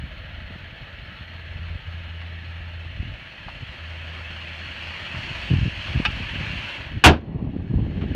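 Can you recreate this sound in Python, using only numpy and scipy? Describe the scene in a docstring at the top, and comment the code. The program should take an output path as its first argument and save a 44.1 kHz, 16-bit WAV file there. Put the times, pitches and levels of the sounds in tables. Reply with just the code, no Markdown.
"""A gusty lot, a hand-held microphone walking up to a car that idles with its hood open.
The belts and valve gear hiss through the engine bay, louder and brighter close up. Wind buffets
the microphone, a low hum comes and goes, and a few small taps sound close by. The latch clacks,
then the hood is slammed: its sheet metal crashes, overloads the recorder, echoes off a nearby
building and muffles the engine."""
import sys
import numpy as np
from scipy import signal
from scipy.io import wavfile
from scipy.ndimage import uniform_filter1d

SR = 44100
rng = np.random.default_rng(int(sys.argv[2]) if len(sys.argv) > 2 else 0)


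def generate_wav(signal):
    """Clip the signal to [-1, 1] and save it as 16-bit WAV at the path in sys.argv[1]."""
    frames = np.transpose(np.atleast_2d(signal))
    scaled = np.clip(frames, -1, 1) * 32767
    pcm = np.round(scaled).astype(np.int16)
    wavfile.write(sys.argv[1], SR, pcm)


N = 359415


def amp(db):
    return 10 ** (np.asarray(db) / 20)


def unit_rms(x):
    return x / np.sqrt(np.mean(x ** 2) + 1e-20)


def at_hz(points, hz):
    """A curve of (freq_hz, value) points, read along a log frequency axis."""
    freq_hz, value = np.transpose(points)
    return np.interp(np.log(hz + 1), np.log(freq_hz + 1), value)


def follow(curves, t):
    """The columns of a list of (time_s, ...) curves at the times t."""
    time_s, *columns = np.concatenate(curves).T
    return [np.interp(t, time_s, column) for column in columns]


def add(mix, start_s, sound):
    part = mix[round(start_s * SR):][:len(sound)]
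    part += sound[:len(part)]


def bandpass(x, band_hz):
    return signal.lfilter(*signal.butter(2, band_hz, "band", fs=SR), x)


def grid(size):
    """Bin frequencies and frame times of short-time spectra at 75% overlap."""
    return np.fft.rfftfreq(size, 1 / SR)[:, None], np.arange(4 * N // size + 5) * size / 4 / SR


def shaped_noise(db, hz, lo_hz, hi_hz):
    """Noise whose spectra follow db (bins x frames), at constant power between lo_hz and hi_hz."""
    gain = amp(db)
    gain = gain / np.sqrt((gain ** 2 * (hz > lo_hz) * (hz < hi_hz)).sum(0))
    real, imag = rng.standard_normal((db.shape[1], len(hz), 2)).T
    size = 2 * len(hz) - 2
    return signal.istft((real + 1j * imag) * gain, nperseg=size, noverlap=3 * size // 4)[1][:N]


# The walk up to the car: time_s, level_db, nearness (0 far or shut and dull, 1 close and bright)
ENGINE_APPROACH = [
    [(0, -42, 0.045), (2.8, -41.5, 0.22), (3.4, -40.5, 0.45), (4.5, -36, 0.55), (5.4, -32, 0.84),
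     (5.7, -34, 0.88), (5.9, -32, 0.8), (6.1, -33, 0.76), (6.4, -31.5, 0.67), (6.73, -31.5, 0.82),
     (6.93, -40.5, .3), (7.02, -43.5, 0.26), (7.25, -56, .1), (7.45, -54.5, 0.086), (7.8, -50, 0.3),
     (8.15, -42.5, .27)],
]
# The engine's spectrum from across the lot and from over the open bay: freq_hz, density_db
FAR_SPECTRUM = [(210, -43), (350, -13), (488, -9.5), (628, -1.5), (747, -11), (875, -9.5), (1010, -13),
                (1720, -2.5), (2400, -7), (2900, -2), (3800, -14.5), (4310, -18), (6200, -44),
                (15200, -46.5)]
NEAR_SPECTRUM = [(210, -33.5), (350, -8), (423, -25), (553, -8.5), (735, -13.5), (1000, -9), (1320, -13.5),
                 (1650, -6.5), (2050, -7), (2350, -3), (2750, -0.5), (3150, -4), (3680, -18.5),
                 (4380, -14.5), (4890, -23), (15200, -57.5)]
# Bay resonances and dips, then narrow belt and pump whines: freq_hz, width_hz, lift_db (at nearness 0)
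BAY_RESONANCES = [(570, 310, 0), (876, 22, 6.5), (1370, 28, 5.5), (1742, 100, 2), (1920, 60, 5),
                  (2253, 76, 5), (2680, 70, 1), (3010, 180, -0.5), (4250, 110, 7), (4880, 160, -6.5),
                  (5330, 180, 6), (5880, 150, 9), (6500, 570, 10.5), (10300, 310, -5), (14000, 1200, 4.5)]
BELT_WHINES = [(670, 8.3, -3.5), (1290, 16, 4), (1679, 18, 4.5), (1796, 33, 2), (1871, 24, 0),
               (2585, 23, 6), (4210, 36, 5.5)]
VALVE_CYCLE_HZ = 17.2


def engine():
    """Hiss of belts and valve gear through the bay resonances, pulsing with the valve train."""
    hz, frame_s = grid(size=1024)
    _, near = follow(ENGINE_APPROACH, frame_s)
    lift_db = sum(db / (1 + (2 * (hz - centre) / width) ** 2)
                  for centre, width, db in BAY_RESONANCES + BELT_WHINES)
    lift_db = lift_db * (1 - 0.78 * near)  # close up, many sources blur the resonances
    patches = rng.standard_normal((len(frame_s), len(hz))).T
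    patches = uniform_filter1d(uniform_filter1d(patches, size=5, axis=0), size=12, axis=1)
    flicker_db = 1.5 * unit_rms(patches)
    spectrum_db = (1 - near) * at_hz(FAR_SPECTRUM, hz) + near * at_hz(NEAR_SPECTRUM, hz)
    hiss = shaped_noise(spectrum_db + lift_db + flicker_db, hz, lo_hz=1200, hi_hz=4000)
    t = np.arange(N) / SR
    wander = unit_rms(uniform_filter1d(rng.standard_normal(N), size=8000))
    phase = (VALVE_CYCLE_HZ * t + 0.055 * wander) % 1
    strong_valve = 0.5 * np.exp(-phase / 0.38)
    six_cylinders = 0.18 * np.exp(-(6 * phase % 1) / 0.3)
    pulse = uniform_filter1d(uniform_filter1d(1.3 + strong_valve + six_cylinders, size=60), size=60)
    level_db, _ = follow(ENGINE_APPROACH, t)
    return amp(level_db) * hiss * unit_rms(pulse)


# Gusts across the microphone port: start_s, length_s, level_db, change_db, pitch_hz, gap_ms
GUST_TRAINS = [(0.418, 0.17, -36, 6, 102, 43), (3.03, .12, -27, -8, 95, 25.4),
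               (5.148, 0.058, -28, 0, 87.5, 24), (5.516, 0.19, -10.5, -7, 124.6, 21.6),
               (5.96, .05, -14, 0, 127, 16), (6.065, 0.067, -27, 0, 142, 19),
               (6.336, 0.258, -25, -4, 120, 28), (7.446, .1, -25.5, 2, 125, 35),
               (7.76, .075, -13.5, -4.5, 110, 15.8), (7.9, 0.28, -25.5, 5.5, 159, 37)]
EDDY_TURNS = 1.5  # typical swings in one eddy
GAP_SPREAD, PITCH_SPREAD, TURNS_SPREAD, SIZE_SPREAD_DB = 0.3, 0.25, 0.34, 1
SAG_PER_DB = 0.04  # a fading gust sheds slower eddies


def gust_eddies(start_s, length_s, level_db, change_db, pitch_hz, gap_ms):
    """The eddies one gust sheds: uneven gaps, sizes and pitches, pushing or pulling first."""
    gap, pitch, turns, size, push = np.clip(rng.standard_normal((16, 5)), -2, 2).T
    since_s = np.cumsum(gap_ms / 1000 * np.exp(GAP_SPREAD * gap))
    since_s = since_s - since_s[0]
    progress = since_s / length_s
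    hz = pitch_hz * np.exp(PITCH_SPREAD * pitch + SAG_PER_DB * change_db * np.minimum(progress, 1))
    db = level_db + change_db * progress + SIZE_SPREAD_DB * size
    width_ms = 1000 * EDDY_TURNS * np.exp(TURNS_SPREAD * turns) / hz
    rows = np.transpose([start_s + since_s, db, hz, width_ms, np.sign(push)])
    return list(rows[since_s < length_s])


# Wind right on the microphone: time_s, level_db, tilt_db_per_octave
WIND_STRENGTH = [
    [(0, -42.5, -4.5), (.23, -45.5, -4), (.92, -48.5, -3), (1.27, -48.5, 0), (1.68, -43.5, -6),
     (1.88, -48, -5), (2.29, -50, -0.5), (2.77, -49.5, -4.5), (2.93, -41.5, -4), (3.25, -51.5, -1),
     (3.62, -45.5, -3.5), (3.72, -49, -1.5), (4.91, -49, 1), (5.55, -39, -3), (5.77, -44, -2.5),
     (6.08, -39.5, -4.5), (6.47, -40.5, 0), (6.82, -49, 2.5), (6.92, -34.5, -2.5), (7.02, -43.5, 3.5),
     (7.38, -37.5, 4.5), (7.51, -34, 2.5), (7.69, -34, 1.5), (7.79, -30, 2.5), (8.15, -30.5, 1)],
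]
# Its buffeting before the tilt: freq_hz, density_db
BUFFET_SPECTRUM = [(12, -44), (20, -16), (50, 5), (107, 1), (173, -4.5), (224, -7), (305, -11.5),
                   (476, -27.5), (809, -34), (1200, -45), (1560, -70.5), (2640, -120)]
# Lone eddies bursting on the port: centre_s, level_db, pitch_hz, width_ms
LONE_EDDIES = [(.04, -26.5, 100, 6.6), (.816, -31, 83, 15), (.982, -43, 75, 27), (1.036, -38.5, 102, 28),
               (1.21, -34, 129, 9.7), (1.757, -25.5, 97, 10), (3.003, -20, 80, 18), (3.48, -35, 100, 3.6),
               (3.632, -26.5, 101, 15), (3.695, -34, 82, 28), (4.164, -37, 94, 17), (5.026, -34, 81, 28),
               (5.315, -26.5, 118, 14), (5.8, -31, 79.5, 22), (5.904, -25, 82, 28),
               (6.207, -24.5, 187, 8.8), (6.805, -31.5, 84, 30), (6.905, -32, 102, 7),
               (6.973, -23.5, 103, 26), (7.298, -25.5, 170, 15), (7.359, -21, 139, 18),
               (7.427, -19.5, 174, 8.2), (7.87, -22, 121, 9), (7.566, -20, 233, 6.5), (7.715, -20, 137, 11),
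               (7.74, -12, 131, 3.9)]


def wind():
    """Lumpy low turbulence on the microphone, plus single eddies as short pressure swings."""
    hz, frame_s = grid(size=2048)
    _, tilt_db = follow(WIND_STRENGTH, frame_s)
    octaves = np.log2(np.clip(hz, 20, 1500) / 125)
    rumble = shaped_noise(at_hz(BUFFET_SPECTRUM, hz) + tilt_db * octaves, hz, lo_hz=100, hi_hz=150)
    lumps = unit_rms(uniform_filter1d(uniform_filter1d(rng.standard_normal(N), size=500), size=500))
    level_db, _ = follow(WIND_STRENGTH, np.arange(N) / SR)
    out = amp(level_db) * rumble * unit_rms(amp(2.74 * lumps))
    eddies = [(*eddy, 1) for eddy in LONE_EDDIES]
    eddies += [eddy for gust in GUST_TRAINS for eddy in gust_eddies(*gust)]
    for centre_s, db, pitch_hz, width_ms, sign in eddies:
        t = np.arange(-1.6 * width_ms / 1000, 1.6 * width_ms / 1000, 1 / SR)
        passage = 2 * t / (width_ms / 1000)
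        envelope = 2. ** -(passage ** 2)
        turns = pitch_hz * t * (1 - 0.13 * passage)  # the swing slows as it passes
        swing = sum(gain * np.sin(2 * np.pi * multiple * turns)
                    for multiple, gain in [(0.5, 0.28), (1, 1), (2, 0.23), (3, 0.076)])
        local_rumble = rumble[round((centre_s + t[0]) * SR):][:len(t)]
        torn_air = 0.044 * np.resize(local_rumble, len(t)) / rumble.std() * envelope
        add(out, centre_s + t[0], sign * amp(db) * (swing + torn_air) * envelope)
    return out


# Spells of low hum on the way to the car: start_s, end_s, pitch_hz, start_db, end_db
HUM_SPELLS = [(.15, 1.183, 83.65, -42.5, -53), (1.19, 1.781, 84.1, -46.5, -31.5),
              (1.85, 2.932, 83.54, -35.5, -37), (3.77, 4.755, 81.5, -38, -42.5),
              (4.76, 4.964, 82.1, -43, -37)]
# The hum's partials: multiple, gain_db
HUM_PARTIALS = [(1, 1.5), (2, -16.5), (4, -30)]
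HUM_FADE_S, HUM_SAG_HZ_PER_S = 0.048, 0.29


def hum():
    """A low tone with weak overtones that comes in spells, sagging a little in pitch."""
    out = np.zeros(N)
    for start_s, end_s, pitch_hz, start_db, end_db in HUM_SPELLS:
        t = np.arange(0, end_s - start_s, 1 / SR)
        turns = np.cumsum(pitch_hz - HUM_SAG_HZ_PER_S * (t - t.mean())) / SR
        tone = sum(amp(db) * np.cos(2 * np.pi * multiple * turns) for multiple, db in HUM_PARTIALS)
        fade = np.minimum(np.minimum(t, t[::-1]) / HUM_FADE_S, 1)
        level_db = start_db + (end_db - start_db) * t / t[-1]
        add(out, start_s, np.sqrt(2) * amp(level_db) * tone * fade)
    return out


# Small taps close to the microphone: start_s, level_db, pitch_hz, t60_s, rustle_db
CLOSE_TAPS = [(2.215, -33, 1740, .014, -41), (3.484, -24, 704, 0.016, -40), (5.148, -30, 1000, 0.016, -35),
              (8.013, -34, 1700, 0.017, -38)]
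RUSTLE_BAND_HZ, RUSTLE_T60_S = (700, 3000), 0.15


def taps():
    """Short dull taps that drop at once onto their pitch, each with a brief rustle."""
    out, t = np.zeros(N), np.arange(2000) / SR
    attack = 1 - np.exp(-(t / 0.00033) ** 2)
    for start_s, level_db, pitch_hz, t60_s, rustle_db in CLOSE_TAPS:
        turns = pitch_hz * (t + 0.001 * (1 - np.exp(-t / 0.00066)))
        tap = amp(level_db - 60 * t / t60_s) * np.sin(2 * np.pi * turns)
        hiss = bandpass(bandpass(rng.standard_normal(len(t)), RUSTLE_BAND_HZ), RUSTLE_BAND_HZ)
        rustle = amp(rustle_db - 60 * t / RUSTLE_T60_S) * unit_rms(hiss)
        add(out, start_s, (tap + rustle) * attack)
    return out


def struck_metal(modes, tilt_db, damping):
    """Decaying modes, peak 1; each blow lands elsewhere, and a hard one favours the high modes."""
    hz, db, t60_s = np.transpose(modes)[:, :, None]
    t = np.arange(SR // 3) / SR
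    share, detune = rng.standard_normal((2, *hz.shape))
    gain = amp(db + tilt_db * np.log2(hz / 1500) + 2.7 * share - 60 * t * damping / t60_s)
    attack = 1 - np.exp(-(t / 0.00026) ** 2)
    ring = (gain * np.sin(2 * np.pi * hz * (1 + 0.0049 * detune) * t)).sum(0) * attack
    return ring / abs(ring).max()


# The latch's modes, heard from beside the car: pitch_hz, level_db, t60_s (before damping)
LATCH_MODES = [(850, -6.5, 0.18), (1217, -11.5, 0.065), (1324, 0.5, 0.088), (1436, -8.5, 0.065),
               (1604, 3.5, 0.039), (1730, -10, 0.057), (1996, -16.5, 0.04), (2490, -9, 0.091),
               (2586, 6.5, 0.073), (2750, -1.5, 0.14), (2906, -1.5, 0.054), (3240, -17.5, 0.049),
               (3590, -6.5, 0.086), (3820, -20.5, .04), (4540, -22.5, .04), (4660, -15.5, 0.061),
               (5120, -18, 0.04), (5550, -23, 0.069), (6050, -31.5, 0.049)]
# Strikes on the latch: start_s, level_db, chatter_ms, step_db (per bounce)
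LATCH_STRIKES = [(6.0516, -7, 10, -9.5), (7.039, 0.5, 18, -6.5)]
CHATTER_GAP_S, CHATTER_STEP_DB, BOUNCE_GAP_GROWTH = 0.0041, -0.1, 1.75
CONTACT_DB, CONTACT_DECAY_S = -21.5, 0.002  # level relative to the strike


def latch():
    """Each strike gives a bright first contact, quick chatter, then four ever slower, softer bounces."""
    out = np.zeros(N)
    contact_decay = np.exp(-np.arange(600) / SR / CONTACT_DECAY_S)
    for start_s, level_db, chatter_ms, step_db in LATCH_STRIKES:
        contact = bandpass(rng.standard_normal(600), band_hz=(2500, 7000)) * contact_decay
        add(out, start_s, amp(level_db + CONTACT_DB) * contact)
        knock = np.arange(int(chatter_ms / 1000 / CHATTER_GAP_S) + 5)
        bounce = np.maximum(knock - knock[-5], 0)
        times_s = start_s - CHATTER_GAP_S + np.cumsum(CHATTER_GAP_S * BOUNCE_GAP_GROWTH ** bounce)
        levels_db = level_db + CHATTER_STEP_DB * knock + step_db * bounce
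        for time_s, db in zip(times_s, levels_db):
            add(out, time_s, amp(db) * struck_metal(LATCH_MODES, tilt_db=1.4, damping=1.64))
    return out


# The hood's dense sheet-metal modes at close range: freq_hz, density_db
CRASH_SPECTRUM = [(59, -31.5), (100, -1.5), (640, -10.5), (727, -8.5), (1340, -17.5), (1520, -10),
                  (1660, -20), (2690, -18.5), (3460, -23), (6810, -35), (15500, -50)]
# How long they ring: freq_hz, t60_s
CRASH_DECAY = [(150, 0.24), (500, 0.19), (1500, 0.16), (4000, 0.15), (10000, 0.064)]
SLAM_S, CRASH_DB = 7.039, -6


def hood_crash():
    """The slam sets the whole sheet of metal crashing, and it dies away band by band."""
    hz, frame_s = grid(size=256)
    since_s = np.clip(frame_s - SLAM_S, 0, None)
    free_s = np.clip(since_s - 0.025, 0, None)  # the rattle feeds the crash for a moment
    dying_db = 60 * free_s / at_hz(CRASH_DECAY, hz)
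    spreading_db = 20 * np.exp(-(since_s / 0.034) ** 2) * (hz < 700)  # bass needs time to spread
    spectra = (rng.standard_normal((len(frame_s), len(hz), 2)) @ [1, 1j]).T
    spectra = spectra * amp(at_hz(CRASH_SPECTRUM, hz) - dying_db - spreading_db)
    crash = signal.istft(spectra, nperseg=256, noverlap=192)[1][round(SLAM_S * SR):N]
    attack = np.minimum(np.arange(len(crash)) / (0.0026 * SR), 1)
    out = np.zeros(N)
    add(out, SLAM_S, amp(CRASH_DB) * crash / crash[:1000].std() * attack)
    return out


# The hood panel's modes at close range: pitch_hz, level_db, t60_s (before damping)
HOOD_MODES = [(142, -4, 0.26), (199, -6, 0.18), (256, -11, 0.11), (306, 4, 0.15), (361, -6.5, 0.33),
              (406, -7, 0.27), (486, -13, 0.22), (540, -8.5, .18), (710, -3.5, 0.19), (733, 0, 0.21),
              (825, -6.5, .16), (930, -4, 0.21), (1174, -10, .15), (1363, -6, 0.2), (1460, -8.5, .15),
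              (1624, -7, 0.19), (1716, -4, .14), (2250, -12, 0.16), (2610, -7, 0.17), (3020, -9, 0.21),
              (3050, -15.5, 0.11)]
# Its blows on the stops: start_s, peak_db, hardness_db_per_octave
HOOD_BLOWS = [(7.047, -1.5, 1.5), (7.058, 3, -1), (7.066, 5, -0.5), (7.079, -7, -1.5), (7.088, -11, 3.5)]
THUMP_S, THUMP_HZ, THUMP_T60_S = 7.057, 78, 0.22


def hood_landing():
    """The hood rings as it bounces on its stops, and thumps as it flexes on the trapped air."""
    out = np.zeros(N)
    for start_s, peak_db, hardness in HOOD_BLOWS:
        add(out, start_s, amp(peak_db) * struck_metal(HOOD_MODES, tilt_db=hardness, damping=1.9))
    t = np.arange(SR // 2) / SR
    envelope = amp(-60 * t / THUMP_T60_S) * (1 - np.exp(-t / 0.0018))
    add(out, THUMP_S, -envelope * np.sin(2 * np.pi * THUMP_HZ * t))
    return out


def wall_echo(sound, delay_s=0.11, gain_db=-44):
    """A nearby building returns a faint, thin echo to the microphone."""
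    out = np.zeros(N)
    add(out, delay_s, amp(gain_db) * bandpass(sound, band_hz=(1500, 5000)))
    return out


def scene():
    """Everything that reaches the one microphone."""
    lot = engine() + wind() + hum()
    impacts = latch() + hood_landing() + hood_crash()
    return (lot + taps() + impacts + wall_echo(impacts))[None]


LOW_CUT_HZ, TOP_HZ, CEILING, KNEE = 40, 15750, 0.7, 6.1


def record(dry):
    """The microphone loses the deepest bass, the input overloads with a firm knee, the top is cut."""
    mic = signal.lfilter(*signal.butter(2, LOW_CUT_HZ, "high", fs=SR), dry)
    clipped = mic / (1 + abs(mic / CEILING) ** KNEE) ** (1 / KNEE)
    band_limit = signal.firwin(511, TOP_HZ, window=("kaiser", 9), fs=SR)
    return signal.oaconvolve(clipped, band_limit[None], "same")


dry = scene()
out = record(dry)
generate_wav(out)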